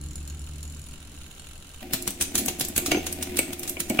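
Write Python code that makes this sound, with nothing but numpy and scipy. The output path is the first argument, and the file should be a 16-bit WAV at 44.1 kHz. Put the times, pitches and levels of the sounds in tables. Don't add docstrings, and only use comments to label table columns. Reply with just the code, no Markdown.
import sys
import numpy as np
from scipy import signal
from scipy.fft import rfft, irfft
from scipy.io import wavfile
from scipy.ndimage import uniform_filter1d, map_coordinates

SR = 44100
rng = np.random.default_rng(int(sys.argv[2]) if len(sys.argv) > 2 else 0)


def bounce(signal):
    frames = np.transpose(np.atleast_2d(signal))
    limited = np.clip(frames, -1, 1)
    pcm = np.round(limited * 32767).astype(np.int16)
    wavfile.write(sys.argv[1], SR, pcm)


N = 176400
T = np.arange(N) / SR
AT_CASSETTE_S = 1.82
SCRAPE_S, SCRAPE_DB = 0.0056, -8
STEEL_LOW_HZ, TOP_HZ = 2532, 15900

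# time in seconds, extra level in dB.
STIFF_LINKS = [(.157, 10), (.277, 14), (.302, 9), (.63, 10), (1.395, 7)]
# time in seconds, gain in dB.
LINK_BITE = [(0, 3.5), (.3, -5.5), (.4, -1), (.82, 1.5), (.95, -2.5), (1.8, -3)]
# pitch in Hz, starting level in dB, drift in dB per second.
ROLLER_PINGS = [(3230, -62, 7.5), (4170, -46.5, -2.5), (6850, -41, -7), (7300, -42, -4)]
# time in seconds, level in dB, decay in seconds, brightness in dB per octave.
SHIFT_CLACKS = [(1.9343, -18, 0.0097, -1.5), (2.077, -19.5, 0.0026, -3.5), (2.2107, -18.5, 0.01, -2.5),
                (2.354, -17.5, 0.0032, -2), (2.379, -18.5, 0.014, 2), (2.483, -19.5, 0.0053, -3),
                (2.609, -20, 0.0088, -2), (2.763, -20.5, 0.0055, -1), (2.779, -15, 0.0023, 3.5),
                (2.861, -23, 0.012, -2.5), (2.917, -21.5, 0.0048, -8.5), (3.067, -23, 0.0043, -3.5),
                (3.2266, -24, 0.0036, -3), (3.370, -23, 0.0046, -2),  (3.3902, -13.5, 0.002, 3),
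                (3.532, -25, 0.002, 0), (3.632, -27, 0.0057, -1), (3.677, -27, 0.008, 0),
                (3.803, -18, 0.0027, 0)]
# time in seconds, level in dB.
TOOTH_TICKS = [(2.0245, -26.5), (2.106, -26), (2.2238, -14), (2.461, -18.5), (2.598, -21.5), (2.6503, -22),
               (2.686, -23.5), (3.127, -21.5), (3.233, -25), (3.595, -26.5), (3.6955, -20), (3.899, -21)]
# time in seconds, frame thud in dB, its pitch in Hz, clang in dB.
MESH_KNOCKS = [(1.94, -25.5, 255.3, -38), (2.076, -31, 190, -38), (2.352, -25.5, 190.2, -35.5),
               (2.417, -23, 251.3, -52), (2.779, -25, 260, -22), (2.882, -18.5, 270, -48),
               (2.917, -20, 320, -11), (2.947, -16.5, 306, -19.5), (2.971, -18.5, 330, -34.5),
               (3.39, -20.5, 269.6, -14.5), (3.769, -33.5, 346, -28.5), (3.902, -15, 264.7, -26),
               (3.991, -17.5, 256, -10)]
# pitch in Hz, level in dB, seconds to fall by 60 dB.
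FRAME_MODES = [(150, -25.5, 0.98), (314.5, -17, 0.38), (353.8, -18.5, 0.44), (630.7, -18, 0.14)]
CAGE_MODES = [(1422, -26, 0.32), (2254, -12.5, 0.1), (2370, -17, 0.12), (2960, -18.5, 0.078)]
SPROCKET_MODES = [(6270, -35.5, 0.19)]
# time in seconds, level in dB.
WHIR_LEVEL = [(1.82, -38), (2.17, -43.5), (2.44, -35.5), (2.7, -40), (2.92, -35), (3.2, -35.5),
              (3.8, -40.5), (4, -31.5)]
# centre in Hz, width in Hz, gain in dB.
FRAME_DRONES = [(351.3, 27, -5), (737, 35, -16.5)]
# time in seconds, pitch in Hz, level in dB.
DRIVE_HUM = [(0, 70.57, -38), (0.701, 75.05, -38.5), (.88, 71.6, -46.5), (1.8, 73.4, -51.5),
             (3.098, 83.32, -42.5), (4, 77.5, -53)]

# frequency in Hz, relative level in dB.
LINK_COLOUR = [(4200, -17), (5200, -12.5), (6900, -8), (8300, -8.5), (9700, -6), (14000, -22)]
ROLLER_COLOUR = [(1100, -4.5), (1410, 5.5), (1850, -7.5), (2450, 4), (4300, -6), (5150, -18), (6900, -2),
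                 (16000, -16.5)]
SNAP_COLOUR = [(3500, -10), (5200, -6), (7200, 0), (11000, 0), (16000, -4)]
BODY_COLOUR = [(200, 12), (1050, -4), (1500, 3), (3500, 10), (9000, -7)]
CLANG_COLOUR = [(1450, -1), (1850, -4), (2300, 12.5), (2850, 13), (3900, -14.5)]
JOLT_COLOUR = [(320, -14.5), (520, 1), (700, 1.5), (1300, -34)]
WHIR_COLOUR = [(80, -16), (270, 7), (460, -6.5), (700, -5.5), (1050, -22), (2450, -9.5), (5000, -22.5),
               (15000, -19.5)]
ROOM_TONE_COLOUR = [(20, -1), (77, -15), (873, -28.5), (7520, -34.5), (16000, -67)]
RUMBLE_COLOUR = [(60, -4.5), (300, -9), (700, -45.5)]
# frequency in Hz, seconds to fall by 60 dB.
ROOM_DECAY = [(500, 0.23), (7000, 0.41), (16000, 0.16)]
# frequency in Hz, correlation from 0 to 1.
PAIR_LIKENESS = [(300, 0.95), (1200, 0.4), (2500, 0.13), (5000, 0.033)]


def chainring(links_per_s=41.8, speedup_per_s2=1.3, lead_s=.0007, tick_db=-39.5, tick_decay_s=.0013):
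    link = np.arange(int(AT_CASSETTE_S * (links_per_s + speedup_per_s2 * AT_CASSETTE_S / 2)))
    link_rate = np.sqrt(links_per_s ** 2 + 2 * speedup_per_s2 * link)
    times = .0135 + (link_rate - links_per_s) / speedup_per_s2
    force_db = 2.2 * rng.uniform(-1, 1, len(link))
    for s, db in STIFF_LINKS:
        force_db[np.argmin(abs(times - s))] = db
    times += .0006 * rng.standard_normal(len(link))
    force_db += np.interp(times, *np.transpose(LINK_BITE))
    ticks = strikes([(s, tick_db + db, tick_decay_s) for s, db in zip(times, force_db)], lead_s)
    pings = roller_pings(times, force_db, lead_s)
    rattle = roller_rattle(times, lead_s)
    return room(colour(steel(ticks * grit()), LINK_COLOUR) + steel(rattle) + pings)


def roller_pings(times, force_db, rise_s, detune=.012, spread_db=3.5, t60_s=.028):
    out, t = np.zeros((2, N)), np.arange(SR // 16) / SR
    for s, blow_db in zip(times, force_db):
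        modes = [(hz * (1 + detune * rng.standard_normal()),
                  db + drift * s + blow_db + spread_db * rng.standard_normal(), t60_s)
                 for hz, db, drift in ROLLER_PINGS]
        add(out, s, np.array([ring(modes, t), ring(modes, t)]) * (1 - np.exp(-t / rise_s)))
    return out


def roller_rattle(times, lead_s, within_s=.022, spread_db=8, decay_s=.0034):
    bounces = [(s + within_s * delay, spread_db * (strength - delay), decay_s)
               for s in times for delay, strength in rng.random((3, 2))]
    level = amp(-52.5 + 2.5 * T)
    return colour(strikes(bounces, lead_s) * level * noise(), ROLLER_COLOUR)


def shift_clacks(pivot_hz=8500, body_db=-9.5, body_ring_s=.006, size=8192):
    snaps, grains = np.zeros((2, N)), grit()
    t = (np.arange(size) - size // 8) / SR
    octaves = np.log2(np.clip(np.fft.rfftfreq(size, 1 / SR), STEEL_LOW_HZ, TOP_HZ) / pivot_hz)
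    ticks = [(s, db, .001, 1.5) for s, db in TOOTH_TICKS]
    scrape = amp(SCRAPE_DB) * np.exp(-abs(t) / SCRAPE_S)
    first_hit = amp(2) * np.exp(-abs(t) / .0005)
    for s, db, decay_s, tilt in SHIFT_CLACKS + ticks:
        force = np.where(t < 0, scrape, np.exp(-abs(t) / decay_s) + first_hit)
        offset = rng.integers(N - size)
        contact = force * grains[:, offset:offset + size]
        tilted = irfft(rfft(contact) * amp(db + tilt * octaves))
        add(snaps, s + t[0], steel(tilted))
    blows = [(s, db + body_db - tilt, decay_s + body_ring_s) for s, db, decay_s, tilt in SHIFT_CLACKS]
    body = strikes(blows, SCRAPE_S) * noise()
    return room(colour(snaps, SNAP_COLOUR) + colour(body, BODY_COLOUR))


def mesh_knocks(rise_s=.0026, thud_s=.0069, clang_s=.0033, jolt_s=.011, lead_s=.0028, sings_at_s=2.955):
    rings, t = np.zeros((2, N)), np.arange(SR // 2) / SR
    attack = 1 - np.exp(-t / rise_s)
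    for s, thud_db, hz, clang_db in MESH_KNOCKS:
        thud = 2 * np.sin(2 * np.pi * hz * t) * np.exp(-t / thud_s)
        add(rings, s, amp(thud_db) * attack * (thud + ring(FRAME_MODES, t, phase_scatter=0)))
        cage_centre = ring(CAGE_MODES, t)
        cage_sides = np.array([ring(CAGE_MODES, t), ring(CAGE_MODES, t)])
        add(rings, s, amp(clang_db) * (cage_centre + .5 * cage_sides))
    add(rings, sings_at_s, ring(SPROCKET_MODES, t) * attack)
    clang = strikes([(s, db, clang_s) for s, _, _, db in MESH_KNOCKS], lead_s)
    jolt = strikes([(s, .56 * thud_db + .44 * clang_db - 7, jolt_s)
                    for s, thud_db, _, clang_db in MESH_KNOCKS], lead_s)
    return room(rings + colour(clang * noise(), CLANG_COLOUR) + colour(jolt * noise(), JOLT_COLOUR))


def chain_whir(spread_db=10.5, decay_s=.0031, steady_force=.25):
    times = T[1:][np.diff(np.floor(drive_cycles())) > 0]
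    patter = strikes([(s, spread_db * rng.uniform(-.5, 1), decay_s) for s in times], SCRAPE_S)
    level = amp(np.interp(T, *np.transpose(WHIR_LEVEL))) * (T > AT_CASSETTE_S)
    force = unit(patter + steady_force) * level * noise()
    drone = sum(amp(db) * resonate(force, hz, width_hz) for hz, width_hz, db in FRAME_DRONES)
    return room(colour(force, WHIR_COLOUR) + drone) / np.sqrt(2)


def drive_hum(rough_below_db=-43.5, shudders_per_s=32):
    times, _, db = np.transpose(DRIVE_HUM)
    level_db = np.interp(T, times, db)
    rough_share = .076 + .5 * (level_db < rough_below_db)
    phase = 2 * np.pi * drive_cycles()
    out = 0
    for harmonic, gain in [(1, 1), (2, amp(-10 + .5 * T))]:
        shudder = [map_coordinates(points, [T * shudders_per_s], mode="mirror")
                   for points in rng.standard_normal((2, 256))]
        tone = np.sin(harmonic * phase)
        rumble = shudder[0] * tone + shudder[1] * np.cos(harmonic * phase)
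        out += gain * (np.sqrt(1 - rough_share) * tone + np.sqrt(rough_share / 2) * rumble)
    return np.sqrt(2) * amp(level_db) * out


def workshop(tone_db=-48, rumble_db=-43.5, fade_db_per_s=7):
    room_tone = amp(tone_db) * colour(noise(), ROOM_TONE_COLOUR)
    rumble = amp(rumble_db - fade_db_per_s * T) * colour(noise(), RUMBLE_COLOUR)
    return room_tone + rumble


def room(x, early_db=-7.5, early_s=.006, tail_db=-7, size=32768):
    hz, frame_s, spectra = signal.stft(rng.standard_normal((2, size)), SR, nperseg=256)
    decay = amp(-60 * frame_s / at_hz(ROOM_DECAY, hz)[:, None])
    tail = signal.istft(spectra * decay, SR, nperseg=256)[1][:, :size]
    t = np.arange(size) / SR
    early = rng.standard_normal((2, size)) * (rng.random((2, size)) < .02) * np.exp(-t / early_s)
    reflections = (amp(tail_db) * unit(tail) + amp(early_db) * unit(early)) * (t > .002)
    return x + signal.fftconvolve(x, diffuse(reflections) / np.sqrt(size), axes=1)[:, :N]


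def drive_cycles():
    times, hz, _ = np.transpose(DRIVE_HUM)
    return np.cumsum(np.interp(T, times, hz)) / SR


def strikes(blows, lead_s):
    force, t = np.zeros(N), np.arange(-SR // 32, SR // 8) / SR
    scrape = amp(SCRAPE_DB) * np.exp(-abs(t) / lead_s)
    for s, db, decay_s in blows:
        add(force, s + t[0], amp(db) * np.where(t < 0, scrape, np.exp(-abs(t) / decay_s)))
    return force


def grit(lag_s=.00011, likeness=.56, grain_db=-1):
    left, unrelated, sizes = rng.standard_normal((3, N))
    grains = amp(grain_db * np.clip(unit(uniform_filter1d(sizes, size=14)), -2, 2))
    right = likeness * np.roll(left, round(lag_s * SR)) + np.sqrt(1 - likeness ** 2) * unrelated
    return unit(np.array([left, right]) * grains)


def steel(x, t60_s=.023, ring_db=-1, count=50, size=2048):
    t = np.arange(size) / SR
    hz, phase = rng.uniform(STEEL_LOW_HZ, TOP_HZ, (count, 1)), rng.random((2, count, 1))
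    partials = np.sin(2 * np.pi * (hz * t + phase)).sum(1) * amp(-60 * t / t60_s)
    ringing = signal.fftconvolve(x, unit(partials) / np.sqrt(size), axes=1)[:, :x.shape[1]]
    return (x + amp(ring_db) * ringing) / np.hypot(1, amp(ring_db))


def ring(modes, t, phase_scatter=1):
    return sum(amp(db - 60 * t / t60) * np.sin(2 * np.pi * (hz * t + phase_scatter * rng.random()))
               for hz, db, t60 in modes)


def resonate(x, hz, width_hz):
    b, a = signal.iirpeak(hz, hz / width_hz, SR)
    return signal.lfilter(b, a, signal.lfilter(b, a, x)) * np.sqrt(SR / width_hz / 2)


def colour(x, spectrum, size=4096):
    log_gain = np.log(amp(at_hz(spectrum, abs(np.fft.fftfreq(size, 1 / SR)))))
    taps = np.fft.ifft(np.exp(np.conj(signal.hilbert(log_gain)))).real[:size // 2]
    return signal.oaconvolve(x, taps[None] / np.linalg.norm(taps), axes=1)[:, :N]


def diffuse(x):
    left, unrelated = rfft(x)
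    likeness = at_hz(PAIR_LIKENESS, np.fft.rfftfreq(x.shape[1], 1 / SR))
    return irfft([left, likeness * left + np.sqrt(1 - likeness ** 2) * unrelated], x.shape[1])


def noise():
    return diffuse(rng.standard_normal((2, N)))


def add(mix, s, sound):
    start = round(s * SR)
    sound = sound[..., max(-start, 0):]
    part = mix[..., max(start, 0):][..., :sound.shape[-1]]
    part += sound[..., :part.shape[-1]]


def at_hz(table, hz):
    table_hz, values = np.transpose(table)
    return np.interp(np.log(hz + 1), np.log(table_hz + 1), values)


def amp(db):
    return 10 ** (np.asarray(db) / 20)


def unit(x):
    return x / np.sqrt(np.mean(x ** 2) + 1e-20)


def scene():
    return chainring() + drive_hum() + chain_whir() + shift_clacks() + mesh_knocks() + workshop()


def record(dry):
    taps = signal.firwin(401, TOP_HZ, window=("kaiser", 7), fs=SR)
    return signal.oaconvolve(dry, taps[None], "same")


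dry = scene()
out = record(dry)
bounce(out)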